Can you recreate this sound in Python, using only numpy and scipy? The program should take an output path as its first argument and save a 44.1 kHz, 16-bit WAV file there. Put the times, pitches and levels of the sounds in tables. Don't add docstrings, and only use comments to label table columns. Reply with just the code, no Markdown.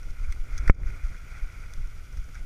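import sys
import numpy as np
from scipy import signal
from scipy.fft import rfft, irfft
from scipy.io import wavfile
from scipy.ndimage import uniform_filter1d

SR = 44100
rng = np.random.default_rng(int(sys.argv[2]) if len(sys.argv) > 2 else 0)


def wrap_up_sound(samples):
    columns = np.atleast_2d(samples).T
    tamed = np.clip(columns, -1, 1)
    steps = np.round(tamed * 32767).astype(np.int16)
    wavfile.write(sys.argv[1], SR, steps)


def natural_amplitude(level_db):
    exponent = np.asarray(level_db, float) / 20
    return 10 ** exponent


N = 108045

# centre in Hz, bandwidth in Hz, level in dB.
CAVITIES = [(505, 540, -7.5), (1019, 560, -4.5), (1427.5, 278, 0), (2059, 580, -3), (2510, 450, -5.5)]
# centre in Hz, bandwidth in Hz, level in dB.
CHINKS = [(3390, 180, -0.5), (4220, 260, -6), (4747, 230, -1), (5695, 540, -1), (6590, 480, -3.5),
          (8100, 810, -10.5), (9920, 690, -12.5)]
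KNOCK_S = 0.6977


def rumble():
    # time in seconds, level in dB.
    shake_levels = [(0, -38), (.06, -41), (.25, -41), (.45, -41), (.56, -37), (.64, -33), (.68, -38),
                    (.75, -26), (.86, -33), (.97, -41), (1.2, -42), (1.7, -42), (2.05, -43), (2.45, -41)]
    # centre in seconds, push in full scale, width in milliseconds.
    jolts = [(.068, .06, 24), (.110, -.06, 14), (.195, .05, 16), (.209, -.04, 9), (.226, .07, 14),
             (.244, -.09, 16), (.281, .06, 9), (.298, .14, 8), (.313, -.07, 14), (.405, -.14, 16),
             (.512, .08, 13), (.535, .12, 11), (.605, -.12, 9), (.867, -.19, 11), (1.043, -.14, 9),
             (1.055, .1, 9), (1.076, -.07, 18), (1.431, .12, 10), (1.667, -.05, 14), (1.786, -.07, 14),
             (1.798, -.06, 7), (1.811, .05, 7), (1.832, -.06, 10), (1.850, .07, 14), (1.987, .05, 9),
             (2.173, .05, 7), (2.192, .11, 9), (2.21, -.04, 12), (2.42, .04, 14)]
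    # frequency in Hz, density in dB per Hz.
    rumble_colour = [(8.8, -17), (15, -0.5), (34, -3.5), (108, -19), (225, -35.5), (529, -42), (597, -45.5),
                     (900, -51.5), (1170, -54), (1980, -120)]
    rebound_hz, damping_ratio, jolt_stirs = 10.6, 0.69, 4

    t = np.arange(N) / SR
    push = 0
    for centre_s, height, width_ms in jolts:
        push = push + height * np.exp(-np.log(16) * ((t - centre_s) * 1000 / width_ms) ** 2)
    omega = 2 * np.pi * rebound_hz
    mount = signal.bilinear([1, 2 * damping_ratio * omega, 0], [1, 2 * damping_ratio * omega, omega ** 2], SR)
    sprung = signal.lfilter(*mount, push)

    shake = coloured(rumble_colour, patchy_db=2.5, rate=6.5)
    thud_band = signal.butter(2, [60, 190], "band", fs=SR, output="sos")
    jolt_strength = uniform_filter1d(np.abs(push), int(0.017 * SR))
    stirred = shake + signal.sosfilt(thud_band, shake) * jolt_stirs * jolt_strength
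    return natural_amplitude(in_time(shake_levels) + 4.0) * stirred * duck() + sprung


def grit():
    # time in seconds, grit level in dB.
    tyre_load = [(0, -57), (.14, -57), (.22, -53), (.34, -54), (.42, -59), (.48, -52), (.69, -48),
                 (.82, -53), (.88, -51), (1.26, -54.5), (1.36, -49), (1.45, -53.5), (1.6, -52.5),
                 (1.75, -55.5), (2.05, -57.5), (2.32, -58), (2.365, -52.5), (2.42, -58)]
    load_db = in_time(tyre_load)
    swing_db = load_db - load_db.mean()
    clump = drift(14.0)
    lower = cavity_grit(CAVITIES[:3], clump)
    upper = cavity_grit(CAVITIES[3:], clump)
    high_grains = grains() * natural_amplitude(0.98 * clump + 1.4 * drift(31.0))
    high = even(resonate(high_grains, CHINKS), 0.25)

    low_mix = lower + natural_amplitude(-0.73 + 0.18 * swing_db) * upper
    return natural_amplitude(load_db - 3.2) * low_mix + natural_amplitude(-64.5 + 0.39 * swing_db) * high


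def cavity_grit(cavities, clump):
    struck = grains() * natural_amplitude(1.33 * clump + 1.2 * drift(25.0))
    return even(resonate(resonate(struck, cavities), cavities), 0.091)


def grains():
    per_second, spread_db = 4000, 2.24
    hit = rng.random(N) < per_second / SR
    size = natural_amplitude(spread_db * np.minimum(rng.exponential(1, N), 5))
    return hit * size * rng.choice([-1, 1], N)


def knock():
    # frequency in Hz, level in dB, decay time T60 in seconds.
    shell_modes = [(570, -21, .016), (1030, -24, .012), (1350, -17, .014), (1780, -13, .007),
                   (2170, -16, .015)]
    squash_s, squash_push, squash_rise_ms, squash_fall_ms = 0.6800, 0.3, 5.0, 6.5
    knock_push, knock_rise_ms, knock_fall_ms = -1.9, 1.8, 5.3

    t = np.arange(N) / SR
    from_squash_ms = (t - squash_s) * 1000
    rise = 1 / np.cosh(np.minimum(from_squash_ms / squash_rise_ms * 1.6, 50))
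    fall = np.exp(-(from_squash_ms / squash_fall_ms) ** 2 * 0.7)
    squash = squash_push * np.where(from_squash_ms < 0, rise, fall)

    after_ms = np.maximum(t - KNOCK_S, 0) * 1000
    blow = knock_push * (np.exp(-after_ms / knock_fall_ms) - np.exp(-after_ms / knock_rise_ms))
    ring_s = np.maximum(t - KNOCK_S + 0.0003, 0)
    ring = 0
    for hz, db, t60 in shell_modes:
        ring = ring + natural_amplitude(db - 60 * np.minimum(ring_s / t60, 4)) * np.sin(2 * np.pi * hz * ring_s)
    soft_wall = signal.butter(6, 2350, fs=SR, output="sos")
    return squash + signal.sosfilt(soft_wall, blow + ring)


def chain_and_crunch():
    # start in seconds, peak in dB, rattle decay in milliseconds,
    # low cavities in dB.
    tick_events = [(0.0298, -46, 2.4, -2.5), (0.1042, -49, 3.0, -18), (0.2423, -53, 3.0, 5),
                   (0.2783, -59, 2.1, 12.5), (0.3225, -37.5, 3.0, 0.5), (0.5774, -31.5, 3.8, -13.5),
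                   (0.5852, -40.5, 3.6, 6), (0.746, -57, 4.9, -4.0), (0.832, -58, 2.4, 16),
                   (0.869, -51, 2.4, 8), (1.037, -56, 3.3, 10), (1.068, -47.5, 3.7, 2.5),
                   (1.143, -56, 5.6, 15), (1.262, -61, 2.7, -14), (1.736, -34, 1.6, -14),
                   (1.8721, -49, 2.4, -11), (2.1257, -48, 2, -4.5), (2.17, -42, 5.6, -4.0),
                   (2.2406, -49.5, 2.4, 1), (2.2875, -51, 3.3, -1), (2.3437, -49, 4.7, 0),
                   (2.3519, -46, 3.7, 5)]
    # start in seconds, peak in dB, rattle decay in milliseconds,
    # low cavities in dB.
    crunch_events = [
        (.636, -52, 6.0, 8),
        (.664, -50, 4.0, 4),
        (.676, -34, 3.5, 9),
        (.683, -43, 2.5, 4),
        (.691, -42, 2.0, 11),
        (.698, -37, 2.2, -9),
        (.702, -44, 2.2, -9),
    ]
    chain = ticks(tick_events, chain_db=8.0, wide_db=-26)
    return chain + ticks(crunch_events, chain_db=-1.0, wide_db=-29)


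def ticks(rows, chain_db, wide_db):
    length = 2000
    out, t = np.zeros(N + length), np.arange(length) / SR
    for start_s, peak_db, decay_ms, low_db in rows:
        attack = np.minimum(t / 0.0008, 1)
        burst = rng.standard_normal(length) * attack * np.exp(-t * 1000 / decay_ms)
        peaks = []
        for hz, width, db in CHINKS:
            near_chain = abs(np.log2(hz / 6000)) < 0.2
            peaks.append((hz, width, db + rng.normal(0, 2.5) + chain_db * near_chain))
        high = resonate(burst, peaks) + natural_amplitude(wide_db) * np.diff(burst, prepend=0)
        low = resonate(resonate(burst, CAVITIES[2:]), CAVITIES[2:])
        tick = high / np.abs(high).max() + natural_amplitude(low_db) * low / np.abs(low).max()
        i = int(start_s * SR)
        out[i:i + length] += natural_amplitude(peak_db) * tick
    return out[:N]


def duck():
    depth_db, lag_s, attack_ms, recover_db_per_s = 19.5, 0.0105, 0.99, 127.5
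    t = np.arange(N) / SR - KNOCK_S - lag_s
    cut_db = np.where(t > 0, np.maximum(depth_db - recover_db_per_s * t, 0), 0)
    r = np.exp(-1000 / (attack_ms * SR))
    return natural_amplitude(-signal.lfilter([1 - r], [1, -r], cut_db))


def electronics():
    # frequency in Hz, density in dB per Hz.
    hiss_colour = [(1650, -24), (2800, -1.5), (3750, -9.5), (5620, -12), (14000, -14.5), (15350, -19),
                   (15600, -40)]
    # frequency in Hz, level in dB.
    whine_tones = [(6954, -82), (7013, -84), (10429, -87), (10490, -84), (11748, -92), (13966, -92)]
    t = np.arange(N) / SR
    whine = 0
    for hz, db in whine_tones:
        level = natural_amplitude(db + 4.5 + 1.7 * drift(5.0))
        whine = whine + level * np.sin(2 * np.pi * (hz * t + rng.random()))
    return natural_amplitude(-65.5) * coloured(hiss_colour, patchy_db=0.3, rate=8.0) + whine


def coloured(points, patchy_db, rate):
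    hz = np.arange(1, N // 2 + 2) * SR / N
    f, db = np.transpose(points)
    colour = natural_amplitude(np.interp(np.log(hz), np.log(f), db, -120, -120))
    spectrum = rfft(rng.standard_normal(N)) * colour
    together, out = drift(rate), 0
    for centre in np.arange(np.log2(f[0]) // 1, np.log2(f[-1]) + 1):
        share = np.cos(np.pi / 2 * np.clip(np.log2(hz) - centre, -1, 1)) ** 2
        band = irfft(spectrum * share, N)
        flicker = natural_amplitude(patchy_db * (together + 1.15 * drift(rate)))
        out = out + even(band * flicker, 0.16) * band.std()
    return rms_one(out)


def resonate(x, peaks):
    out = 0
    for k, (hz, width, db) in enumerate(peaks):
        r = np.exp(-np.pi * width / SR)
        zeros = [(1 - r * r) / 2, 0, (r * r - 1) / 2]
        poles = [1, -2 * r * np.cos(2 * np.pi * hz / SR), r * r]
        out = out + (-1) ** k * natural_amplitude(db) * signal.lfilter(zeros, poles, x + 1e-18)
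    return out


def drift(rate):
    r = np.exp(-80 * np.pi * rate / SR)
    slow = signal.lfilter([1], [1, -2 * r, r * r], rng.standard_normal(N // 40 + 2002))[2000:]
    return np.interp(np.arange(N) / 40, np.arange(len(slow)), rms_one(slow))


def even(x, s):
    return x / np.sqrt(uniform_filter1d(x ** 2, int(s * SR)) + 1e-20)


def rms_one(x):
    return x / np.sqrt(np.mean(x ** 2) + 1e-20)


def in_time(rows):
    return np.interp(np.arange(N) / SR, *np.transpose(rows))


def scene():
    ducked = (grit() + electronics()) * duck()
    return (ducked + rumble() + chain_and_crunch() + knock())[None]


def roll_off(x):
    return signal.sosfilt(signal.butter(12, 15600, fs=SR, output="sos"), x)


def record(dry):
    top_cut = signal.cheby2(12, 30, 15900, fs=SR, output="sos")
    return roll_off(signal.sosfilt(top_cut, dry))


dry = scene()
out = record(dry)
wrap_up_sound(out)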